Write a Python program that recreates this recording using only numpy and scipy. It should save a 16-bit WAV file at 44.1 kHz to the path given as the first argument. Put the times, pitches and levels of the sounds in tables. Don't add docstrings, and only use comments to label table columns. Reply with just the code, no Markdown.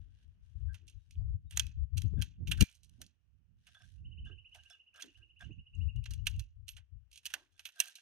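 import sys
import numpy as np
from scipy import signal
from scipy.fft import rfft, irfft, next_fast_len
from scipy.io import wavfile
from scipy.ndimage import uniform_filter1d

SR = 44100
rng = np.random.default_rng(int(sys.argv[2]) if len(sys.argv) > 2 else 0)


def transcribe(u):
    v = np.clip(np.atleast_2d(u).T, -1, 1)
    q = np.round(v * 32767).astype(np.int16)
    wavfile.write(sys.argv[1], SR, q)


def voltage_ratio(level):
    return 10 ** (np.asarray(level, float) / 20)


N = 353241
TIME = np.arange(N) / SR


def unit(x):
    return x / np.sqrt(np.mean(x ** 2))


def noise(shape):
    hz, db = np.transpose(shape)
    size = next_fast_len(N)
    f = np.maximum(np.arange(size // 2 + 1) * SR / size, 1)
    gain = voltage_ratio(np.interp(np.log(f), np.log(hz), db, -150, -150))
    return unit(irfft(rfft(rng.standard_normal(size)) * gain, size)[:N])


def walk(rate):
    k = int(SR / rate)
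    held = np.repeat(rng.standard_normal(N // k + 1), k)
    return unit(uniform_filter1d(held, k)[:N])


def highpass(x, order, hz):
    return signal.sosfiltfilt(signal.butter(order, hz, "high", fs=SR, output="sos"), x)


def curve(points):
    return np.interp(TIME, *np.transpose(points))


def swells(rows, rise_db_s, fall_db_s):
    t = np.arange(0, N / SR, 1 / 1000)
    s, hold, db = np.array(rows)[:, :3].T[:, :, None]
    climb = rise_db_s * np.maximum(s - t, 0)
    fall = fall_db_s * np.maximum(t - s - hold, 0)
    return voltage_ratio(2 * (db - climb - fall))


def smooth(power):
    return np.interp(TIME, np.arange(len(power)) / 1000, np.sqrt(power))


# frequency in Hz, lead in radians.
PORT_PHASE = [(400, -0.46), (1300, -1.3), (2500, -0.8), (4000, -1.6), (8000, -0.75), (13000, -2.4)]
# frequency in Hz, left minus right in dB.
PORT_TILT = [(500, 6.5), (1200, 5), (2500, -7), (7000, -1), (13000, -4.5)]


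def placed(x, pan_db):
    size = next_fast_len(N)
    f = np.log(np.arange(size // 2 + 1) * SR / size + 1)
    phase_hz, phase = np.transpose(PORT_PHASE)
    tilt_hz, tilt_db = np.transpose(PORT_TILT)
    lead = np.exp(1j * np.interp(f, np.log(phase_hz), phase))
    tilt = voltage_ratio(np.interp(f, np.log(tilt_hz), tilt_db))
    left = irfft(rfft(x, size) * tilt * lead, size)[:N]
    return np.array([left * voltage_ratio(pan_db / 2), x * voltage_ratio(-pan_db / 2)])


def unrelated(x):
    return np.array([np.roll(x, N // 3), np.roll(x, N // 5)])


# time in seconds, crack peak in dB, wood and blade in dB
# relative to the crack, decay t60 in seconds.
CUTS = [(1.51, -41.5, -14, 1.5, 0.025), (1.5729, -22.5, -11, -7.5, 0.024), (1.5965, -16.5, -18, -7, 0.026),
        (1.9785, -30, -25, -6, 0.034), (2.0194, -37, -19, -3.5, 0.021), (2.2215, -27, -15, -4, 0.036),
        (2.4724, -40.5, -18.5, 1.5, 0.081), (2.5139, -28.5, -9.5, 5.5, 0.059), (2.607, -17, -16, -3, 0.051),
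        (2.6254, -20.5, -28, -17, .013), (3.016, -34.5, -19.5, -8, 0.036), (5.022, -30, -19, -16, 0.032),
        (6.057, -40, -11.5, 1, 0.046), (6.1077, -40.5, -17.5, -18, 0.063), (6.136, -38.5, -26, -8, 0.035),
        (6.2691, -20, -18, 1, 0.033), (6.395, -37, -21.5, -8, 0.038), (6.6809, -38.5, -25, 0.5, 0.06),
        (6.69, -35, -22.5, -2, 0.02), (7.2558, -30, -26, -1.5, 0.025), (7.263, -28.5, -18, -5, 0.04),
        (7.3383, -26.5, -9, -4, 0.045), (7.6528, -37, -15, 1.5, 0.078), (7.8025, -13, -18.5, -8, 0.03)]
CUT_EDGE_DB = [4, 3, -2, -1, -1, -2.5, -5, 2, -1, -2.5, -1.5, -7, -7.5, -3, -1, -0.5, -2.5, -1, 2.5, 2.5,
               -0.5, -1, -3, 4]
# time in seconds, crack peak in dB,
# decay t60 in seconds, scatter in dB relative to the crack.
TAPS = [(.744, -47, 0.047, -19), (1.5224, -49.5, 0.038, -10.5), (2.1924, -58, 0.024, -30.5),
        (2.5745, -48.5, 0.068, -23), (3.6677, -54.5, 0.072, -19), (3.7469, -58.5, 0.044, -28),
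        (4.546, -49.5, 0.065, -16.5), (4.9598, -52.5, 0.025, -10), (4.9957, -65, 0.03, 12.5),
        (5.4098, -51.5, 0.014, -10), (6.7657, -48.5, 0.086, -48), (7.2336, -61.5, 0.021, -18),
        (7.3025, -48, 0.076, -24), (7.5788, -63, 0.045, -25), (7.5938, -43, 0.043, -26),
        (7.6894, -48.5, 0.034, -24), (7.7938, -44, 0.021, -2)]
TICKS = [(2.216, -37, .03, -22), (1.972, -36, .035, -22), (4.941, -62, .06, -15), (5.393, -66, .06, -15),
         (.8794, -45, 0.035, -19), (3.822, -52, 0.0097, -31), (4.252, -69.5, 0.037, -2),
         (5.012, -49, .02, -15), (4.636, -52, .015, -24), (7.522, -71.5, 0.043, -7),
         (1.1093, -48, 0.023, -19.5), (1.6681, -41.5, 0.014, -23.5), (4.6994, -51, 0.037, -11),
         (6.0403, -47, 0.028, -24), (7.1154, -51, 0.024, -19), (7.1269, -51.5, 0.13, -15),
         (7.1578, -44.5, 0.042, -24), (7.1744, -45, 0.06, -27), (7.954, -42, 0.068, -14.5)]
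SPLINTERS = [
    (1.5765, -25.5, .012, -39.5),
    (1.565, -44.5, .03, -30),
    (2.7057, -67, 0.11, -15),
    (2.7525, -50.5, 0.019, -18),
    (2.8325, -54, 0.058, -11.5),
    (2.896, -56.5, 0.016, -32),
    (3.0644, -51, 0.034, -37),
    (5.749, -72, 0.01, -6),
]
# time in seconds, crack peak in dB.
CRACKLES = [(.2344, -74), (.2794, -78), (.5994, -77.5), (.7333, -60), (.870, -60), (0.898, -51.5),
            (2.698, -56), (2.7144, -54), (2.726, -55), (2.7364, -64), (2.7446, -59), (2.761, -63),
            (2.8463, -55), (3.69, -69), (3.79, -70), (3.855, -65), (3.92, -67.5), (4.3842, -82.5),
            (4.4944, -74), (4.560, -57), (4.5714, -64), (4.656, -63), (5.06, -54), (5.174, -70.5),
            (5.9623, -60.5), (6.364, -55), (7.5663, -70), (7.604, -55), (7.7223, -58.5), (7.76, -56),
            (7.771, -61), (7.783, -56), (7.8437, -44), (7.8577, -43.5), (7.875, -41), (7.883, -42.5),
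            (7.897, -48.5), (7.9044, -50), (7.9104, -53.5)]


def contacts():
    rows = []
    for cut, edge_db in zip(CUTS, CUT_EDGE_DB):
        scatter_db = -26.5 - 0.32 * (cut[1] + 30)
        rows.append((*cut, scatter_db, edge_db))
    for table, wood_db, blade_db in ((TAPS, -9, 1), (TICKS, -30.5, -3), (SPLINTERS, -40, -13.5)):
        rows += [(s, db, wood_db, blade_db, t60, scatter_db, -1.5) for s, db, t60, scatter_db in table]
    return rows + [(s, db, -23.5, -10, 0.026, -23.5, 0.5) for s, db in CRACKLES]


# frequency in Hz, density in dB per Hz.
WOOD = [(260, -45.5), (450, -27.5), (534, -17.5), (967, -14), (1240, -15), (1540, 0.5), (1990, -3),
        (2300, -7.5), (2990, -33.5), (5060, -120)]
BLADE = [(1180, -45.5), (2000, -23), (2270, -7), (2480, -3.5), (2700, 2.5), (2990, -0.5), (3330, -1.5),
         (3700, -7.5), (4810, -46.5), (8140, -120)]
CRACK = [(1940, -31.5), (3300, -4.5), (3630, -17.5), (3930, -2), (4920, -10), (5640, -6), (6320, -2.5),
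         (7500, -19), (9750, -46.5), (16500, -120)]
EDGE = [(4240, -36.5), (7200, -9.5), (7590, -8.5), (8400, 3.5), (9980, -3.5), (11700, 2.5), (12900, -4),
        (15800, -10.5), (16700, -46)]
SCATTER_T60 = [0.34, 0.3, 0.24, 0.15]


def snips():
    t = np.arange(int(.4 * SR)) / SR - .012
    age = np.maximum(t, 0)
    blow, tail = np.zeros((2, 4, N + len(t)))
    slow = np.array([[1.5], [1.15], [.95], [.8]])
    scatter = (1 - np.exp(-age / .004)) * voltage_ratio(-60 * age / np.array(SCATTER_T60)[:, None])
    crunch = voltage_ratio(-28 + 1500 * t) * (t < 0)
    for s, db, wood_db, blade_db, t60, scatter_db, edge_db in contacts():
        i = int((s + t[0] - .001) * SR)
        size = voltage_ratio(db - 5 + np.array([[wood_db], [blade_db], [-3], [-3 + edge_db]]))
        rise = 1 - np.exp(-(age / (0.025 * t60)) ** 2)
        crack = rise * voltage_ratio(-60 * age / (slow * t60))
        blow[:, i:i + len(t)] += (size * (crunch + crack)) ** 2
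        tail[:, i:i + len(t)] += (size * scatter * voltage_ratio(scatter_db)) ** 2
    out, splinter = 0, unit(voltage_ratio(2 * walk(700)))
    for k, shape in enumerate((WOOD, BLADE, CRACK, EDGE)):
        carrier = noise(shape)
        direct, wide = placed(carrier, -4.0), unrelated(carrier)
        patter = unit(voltage_ratio(3.2 * walk(250)))
        echo = 1.2 * np.roll(direct, N // 2, axis=1) + 0.47 * wide
        out = out + np.sqrt(blow[k, :N]) * splinter * (direct + .2 * wide)
        out = out + np.sqrt(tail[k, :N]) * patter * echo
    return signal.sosfilt(signal.butter(4, 560, "high", fs=SR, output="sos"), out)


# time in seconds, pitch in Hz, level in dB, t60 in seconds.
RINGS = [
    (2.61, 2369, -41, .16),
    (2.61, 2789, -54, .15),
         (1.574, 6673, -27, 0.013), (1.596, 6330, -17.5, 0.011), (1.596, 3205, -23, 0.022),
         (2.479, 11820, -55, .15), (2.518, 11700, -44, 0.05), (5.024, 3414, -44, .04),
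         (5.023, 6210, -44, 0.024), (5.525, 6430, -88, .15), (5.75, 6600, -60, 0.02),
         (5.75, 7500, -68, .02), (5.75, 8400, -70, .015), (6.398, 11300, -67, .1),
         (6.69, 11600, -52.5, 0.082), (7.598, 11540, -65.5, 0.1), (7.655, 11660, -53.5, 0.11),
         (7.802, 6004, -18.5, 0.015), (7.803, 2760, -25.5, 0.027), (6.269, 2650, -29.5, 0.03),
         (2.516, 3200, -38, .03), (2.608, 6500, -30, .02), (2.609, 2780, -28, .025),
         (2.624, 6100, -36, .015), (1.6, 2564, -55, 0.26), (2.221, 3050, -36, .025),
         (2.036, 10950, -66, .03), (2.078, 6300, -76, .08), (7.339, 1500, -42, .03), (7.34, 3050, -40, .03),
         (7.263, 2950, -40, .025), (1.978, 6100, -42, .02), (6.4, 2648, -61.5, 0.13)]


def blade_ring():
    age, out = np.arange(SR // 2) / SR, np.zeros(N + SR)
    for s, hz, db, t60 in RINGS:
        fade = (1 - np.exp(-age / 0.00045)) * voltage_ratio(db - 60 * age / t60)
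        out[int(s * SR):][:SR // 2] += fade * np.sin(2 * np.pi * hz * age)
    return placed(out[:N] * voltage_ratio(2 * walk(60) + 4.7 * walk(550)), -9.5)


# frequency in Hz, density in dB per Hz.
TWIGS = [(290, -46), (500, -21), (1350, -25), (1540, -1), (2160, -13.5), (2890, -1), (4900, -10.5),
         (6100, -5.5), (7270, -16.5), (8930, -13.5), (15300, -21), (16500, -41.5)]
# start in seconds, hold in seconds, level in dB.
SHAKES = [(0, 0.079, -91.5), (.14, 0.09, -85), (.28, 0.038, -100.5), (.45, 0.065, -91), (.58, 0.041, -93),
          (.93, 0.21, -95.5), (1.58, 0.08, -99), (2.14, 0.082, -102), (2.66, 0.014, -87), (2.92, 0.11, -87),
          (3.68, 0.13, -78), (3.82, 0.11, -85), (4.55, 0.16, -82.5), (5.08, 0.1, -85), (6.0, 0.081, -97),
          (6.27, 0.024, -90.5), (7.27, .04, -72), (7.37, 0.028, -77.5), (7.6, 0.051, -82),
          (7.76, .25, -75.5), (5.78, .06, -104)]
SHAKE_TOP_DB = [-8, -7, -6, -1, -5, -1, -1, -1, -1, -1, -3, 1, -1, -1, -1, -1, -1, -1, -1, -1, 12]


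def rustle():
    grains = unit(voltage_ratio(3 * walk(500) + 2 * walk(40)))
    carrier = noise(TWIGS)
    both = placed(carrier, -7.5) + 2.9 * unrelated(carrier)
    top = highpass(both, 4, 4300)
    power = swells(SHAKES, rise_db_s=302, fall_db_s=190)
    stir = voltage_ratio(-107)
    body = smooth(power.sum(axis=0)) + stir
    hiss = smooth(voltage_ratio(2 * np.array(SHAKE_TOP_DB)) @ power) + stir
    return voltage_ratio(-4.5) * grains * (body * (both - top) + hiss * top)


# frequency in Hz, width in Hz, level in dB.
WIRE = [(700, 45, -15), (1300, 110, -10), (1600, 45, 2.5), (3460, 50, -3), (5380, 40, -12)]
# start in seconds, hold in seconds, level in dB, then the
# fourth and fifth modes in dB relative to the third.
DRAGS = [(0.686, 0.035, -70, -12, -25), (2.175, 0.03, -69, -3, -25), (2.586, 0.034, -61, -8, -11.5),
         (3.668, 0.022, -76.5, -1, 13), (3.749, 0.021, -65.5, 5, -10), (3.796, 0.035, -67, -3.5, -4.5),
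         (4.259, 0.053, -69, -3.5, -15.5), (4.551, 0.036, -75.5, -5.5, -8.5),
         (4.638, 0.036, -80.5, -6, -7.5), (4.699, 0.05, -71.5, 8, 7), (4.943, 0.052, -67.5, -7.5, -1),
         (5.169, 0.052, -82.5, -11, -12), (5.407, 0.015, -54, -6, -8.5), (7.349, 0.072, -75, 0.5, -10),
         (7.516, 0.045, -89, 7.5, -16), (7.76, 0.03, -67.5, -5.5, -11.5), (7.808, 0.07, -64, -12, -8),
         (7.968, 0.014, -73.5, -6.5, -10)]
DRAG_LOW_DB = [-14, -1, -1, -1, -1, -1, -1, 3, -1, -1, -1, -1, -1, -1, -1, -1, -1, -1]


def wire():
    power, out = swells(DRAGS, rise_db_s=3000, fall_db_s=700), 0
    mix_db = np.vstack([DRAG_LOW_DB, DRAG_LOW_DB, np.zeros(len(DRAGS)), np.array(DRAGS)[:, 3:].T])
    jerks = unit(voltage_ratio(4.5 * walk(300)))
    for (hz, width, db), mix in zip(WIRE, mix_db):
        slip = jerks * rng.standard_normal(N)
        mode = signal.iirpeak(hz, hz / width, SR)
        post = signal.iirpeak(hz, hz / (8 * width), SR)
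        push = voltage_ratio(db + 2.0 * walk(45)) * smooth(voltage_ratio(2 * mix) @ power) * slip
        ringing = signal.lfilter(*mode, signal.lfilter(*post, push))
        out = out + ringing / np.sqrt(np.pi / 2 * width / (SR / 2))
    return placed(out, -3.0)


# time in seconds, peak in dB, resonance in Hz, t60 in seconds.
THUDS = [(2.13, -32.5, 385, 0.037), (1.2, -67, 680, 0.14), (3.0, -59, 670, 0.098), (4.29, -56, 371, 0.16),
         (4.545, -55, 800, 0.11), (5.03, -49.5, 316, 0.19), (5.2, -75.5, 343, 0.34),
         (5.41, -66, 784, 0.069), (5.49, -45.5, 320, 0.095), (7.34, -69, 339.7, 0.41),
         (7.34, -59.5, 696, 0.19), (7.359, -67, 1110, 0.23), (.8, -74.5, 351, 0.48),
         (2.979, -62, 263, 0.28), (4.95, -66, 640, 0.18)]


def thuds():
    out, t = np.zeros((2, N)), np.arange(int(.4 * SR)) / SR
    push = rng.standard_normal((len(THUDS), 3, len(t)))
    for (s, db, hz, t60), (both, *own) in zip(THUDS, push):
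        edges = signal.butter(2, [hz * 0.79, hz * 1.095], "band", fs=SR, output="sos")
        body = unit(signal.sosfilt(edges, both + 0.93 * np.array(own)))
        i = int(s * SR)
        out[:, i:i + len(t)] += body * (1 - np.exp(-t / 0.014)) * voltage_ratio(db - 60 * t / t60)
    return out


# frequency in Hz, density in dB per Hz.
RUMBLE = [(16, -50), (27, -18), (46, -3), (65, 1), (86, 0), (115, -6.5), (150, -29), (250, -120)]
FLUTTER = [(75, -25.5), (110, -1), (170, -2), (230, -13), (300, -22), (420, -30.5), (550, -47),
           (900, -81.5)]
# start in seconds, hold in seconds, rumble in dB, flutter in dB relative to it.
LEFT_GUSTS = [(0.0, 0.012, -45.5, -27), (.27, 0.022, -50, -46), (.43, 0.1, -53, -34),
              (.56, 0.16, -36.5, -30), (.83, 0.036, -54.5, -28), (.96, 0.009, -41.5, -36),
              (1.08, 0.056, -56.5, -19), (1.18, 0.17, -33, -25.5), (1.45, 0.013, -45.5, -18),
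              (1.54, 0.14, -36, -17), (1.78, 0.05, -28.5, -30.5), (1.94, 0.047, -27.5, -16),
              (2.05, 0.018, -22, -18), (2.13, 0.078, -27.5, -11.5), (2.48, 0.099, -32.5, -7),
              (2.61, 0.021, -20.5, -9.5), (2.92, 0.023, -72.5, -5), (3.56, 0.041, -67.5, -12),
              (3.69, 0.029, -78, -8.5), (4.0, 0.074, -50.5, -12.5), (4.2, 0.055, -47, -15),
              (5.58, 0.027, -52.5, -16), (5.77, .11, -31.5, -16.5), (5.96, 0.052, -31.5, -28),
              (6.09, 0.29, -36.5, -22), (6.57, 0.071, -47.5, -41), (6.73, 0.075, -54, -49.5),
              (6.93, 0.035, -47, -39.5), (7.02, 0.11, -63, -33), (7.25, 0.41, -76.5, -22)]
RIGHT_GUSTS = [(.59, 0.065, -73, -23), (.8, 0.068, -79, -6), (1.17, 0.19, -44, -21),
               (1.75, 0.068, -48.5, -20.5), (2.41, 0.014, -35.5, -4), (2.58, 0.068, -42, -20),
               (2.87, 0.19, -63.5, -6), (4.2, 0.072, -46, -16), (5.18, 0.02, -59, -16),
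               (5.44, 0.082, -46.5, -10), (5.58, 0.015, -49, -14), (5.94, 0.27, -53, -26.5),
               (6.38, 0.034, -34.5, -23.5), (6.79, 0.013, -65.5, -42), (7.25, .15, -86, -1)]
# time in seconds, level in dB.
LEFT_LULL = [(0, -58), (1.051, -72), (2.3, -57), (2.63, -49), (2.649, -75.5), (3.1, -105.5), (5.3, -104),
             (5.702, -81), (6.4, -60), (7.2, -79), (8.01, -100)]
RIGHT_LULL = [(0, -66), (.5, -71), (1.099, -77.5), (1.601, -58), (2.8, -66), (3.149, -76.5), (3.3, -65),
              (3.8, -69), (4.02, -43), (4.351, -53.5), (4.85, -80.5), (5.399, -66), (5.701, -64),
              (6.5, -63), (6.75, -66.5), (7.05, -94.5), (8.01, -100)]
# time in seconds, level in dB relative to the breeze.
LULL_FLUTTER = [(0, -13.5), (.8, -7.5), (1.5, -15.5), (3, -10), (3.8, -10.5), (4.1, -16.5), (6.3, -10.5),
                (6.6, -31), (8.01, -23)]


def wind():
    ports = []
    for gusts, lull in ((LEFT_GUSTS, LEFT_LULL), (RIGHT_GUSTS, RIGHT_LULL)):
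        power = swells(gusts, rise_db_s=698.5, fall_db_s=400.5)
        starts, flutter_db = np.array(gusts)[:, 0], np.array(gusts)[:, 3]
        drop_s, drop_db_s = 2.634, 3000
        since = np.maximum(np.arange(power.shape[1]) / 1000 - drop_s, 0)
        power = power * voltage_ratio(-2 * drop_db_s * np.outer(starts < drop_s, since))
        breeze = voltage_ratio(curve(lull))
        low = smooth(power.sum(axis=0)) + breeze
        high = smooth(voltage_ratio(2 * flutter_db) @ power) + breeze * voltage_ratio(curve(LULL_FLUTTER))
        rumble = noise(RUMBLE)
        envelope = np.abs(signal.hilbert(rumble, next_fast_len(N))[:N])
        rumble = unit(rumble / (envelope + 0.28) ** 0.39)
        rasp = high * voltage_ratio(28) * noise([(1.6 * hz, db) for hz, db in FLUTTER])
        flutter = high * voltage_ratio(4 * walk(30)) * (noise(FLUTTER) + rasp)
        ports.append(voltage_ratio(2.0 * walk(16)) * (low * rumble + flutter))
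    return np.array(ports)


# time in seconds, peak in dB.
TRILL = [(3.98, -78.5), (4.05, -58), (4.24, -52.5), (4.6, -54), (4.85, -59), (4.95, -60.5), (5.15, -57.5),
         (5.3, -55), (5.38, -59.5), (5.46, -55), (6.1, -54.5), (6.2, -74), (6.34, -59.5), (6.42, -68)]
# time in seconds, pitch in Hz.
NOTE = [(0, 2450), (.008, 2720), (.016, 2910), (.021, 2980), (.026, 2900), (.031, 2700), (.035, 2500)]


def bird():
    t = np.arange(int(NOTE[-1][0] * SR)) / SR
    k = np.arange(35)
    starts = 3.983 + .066 * k + .00033 * k ** 2 / 2
    calls, vary = np.zeros(N), rng.standard_normal((len(k), 3))
    levels = np.interp(starts, *np.transpose(TRILL)) + 1.6 * vary[:, 1]
    for s, db, v, lean in zip(starts, levels, vary[:, 0], vary[:, 2]):
        sag = .012 * (s - 4.8)
        hz = np.interp(t, *np.transpose(NOTE)) * (1 + .008 * v - sag)
        swell = np.sin(np.pi * (t / t[-1]) ** (1.05 + .3 * np.tanh(lean))) ** 1.1
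        i = int((s - .009) * SR)
        calls[i:i + len(t)] += voltage_ratio(db) * swell * np.sin(2 * np.pi * np.cumsum(hz) / SR)
    age = np.arange(int(.3 * SR)) / SR
    scatter = rng.standard_normal((2, len(age))) * voltage_ratio(-36 - 60 * age / 0.33)
    calls = calls * voltage_ratio(-1 + 2.2 * walk(150))
    return placed(calls, -0.95) + signal.fftconvolve(calls[None], scatter, axes=1)[:, :N]


# start in seconds, end in seconds, pitch in Hz, level in dB.
PEEPS = [
    (.7, .75, 4650, -92),
    (.95, 1.09, 3760, -92),
    (1.155, 1.23, 4620, -89),
    (1.46, 1.51, 3720, -86),
]


def peeps():
    out = np.zeros(N)
    for start, end, hz, db in PEEPS:
        t = np.arange(int((end - start) * SR)) / SR
        whistle = np.sin(2 * np.pi * hz * (t + .08 * t ** 2))
        out[int(start * SR):][:len(t)] += voltage_ratio(db) * np.sin(np.pi * t / t[-1]) * whistle
    return np.array([out, out])


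# frequency in Hz, density in dB per Hz.
AIR = [(120, -33.5), (200, -2), (926, -13), (1640, -11.5), (2090, -15.5), (2910, -7.5), (3700, -25),
       (5980, -22), (7190, -34.5), (16500, -32.5)]
# time in seconds, level in dB.
AIR_OPEN = [(0, 1.5), (.3, 1.5), (1.4, -1), (3.0, -1), (3.2, -5), (3.6, -4), (4.5, -1), (7.0, -1.5),
            (8.01, -1)]


def air():
    return voltage_ratio(-87 - 4.5 + curve(AIR_OPEN) + 2 * walk(2)) * unrelated(noise(AIR))


def scene():
    return snips() + blade_ring() + rustle() + wire() + thuds() + wind() + bird() + peeps() + air()


def roll_off(x):
    return signal.sosfilt(signal.butter(12, 16820, fs=SR, output="sos"), x)


TOP_HZ = [12300, 13800, 15000, 16200]
TOP_OPEN_DB = [-74.5, -68.5, -63, -41.5]


def record(dry):
    tops = [highpass(dry, 8, hz) for hz in TOP_HZ]
    keep = np.exp(-1 / (.012 * SR))
    treble = uniform_filter1d(np.mean(tops[0] ** 2, axis=0), size=512)
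    power = signal.lfilter([1 - keep], [1, -keep], treble)
    wet = dry * np.minimum(TIME / .008, 1)
    for top, above, open_db in zip(tops, tops[1:] + [0], TOP_OPEN_DB):
        wet = wet - (top - above) / (1 + (power / voltage_ratio(2 * open_db)) ** 2)
    limit = .9
    return roll_off(limit * np.tanh(wet / limit))


dry = scene()
out = record(dry)
transcribe(out)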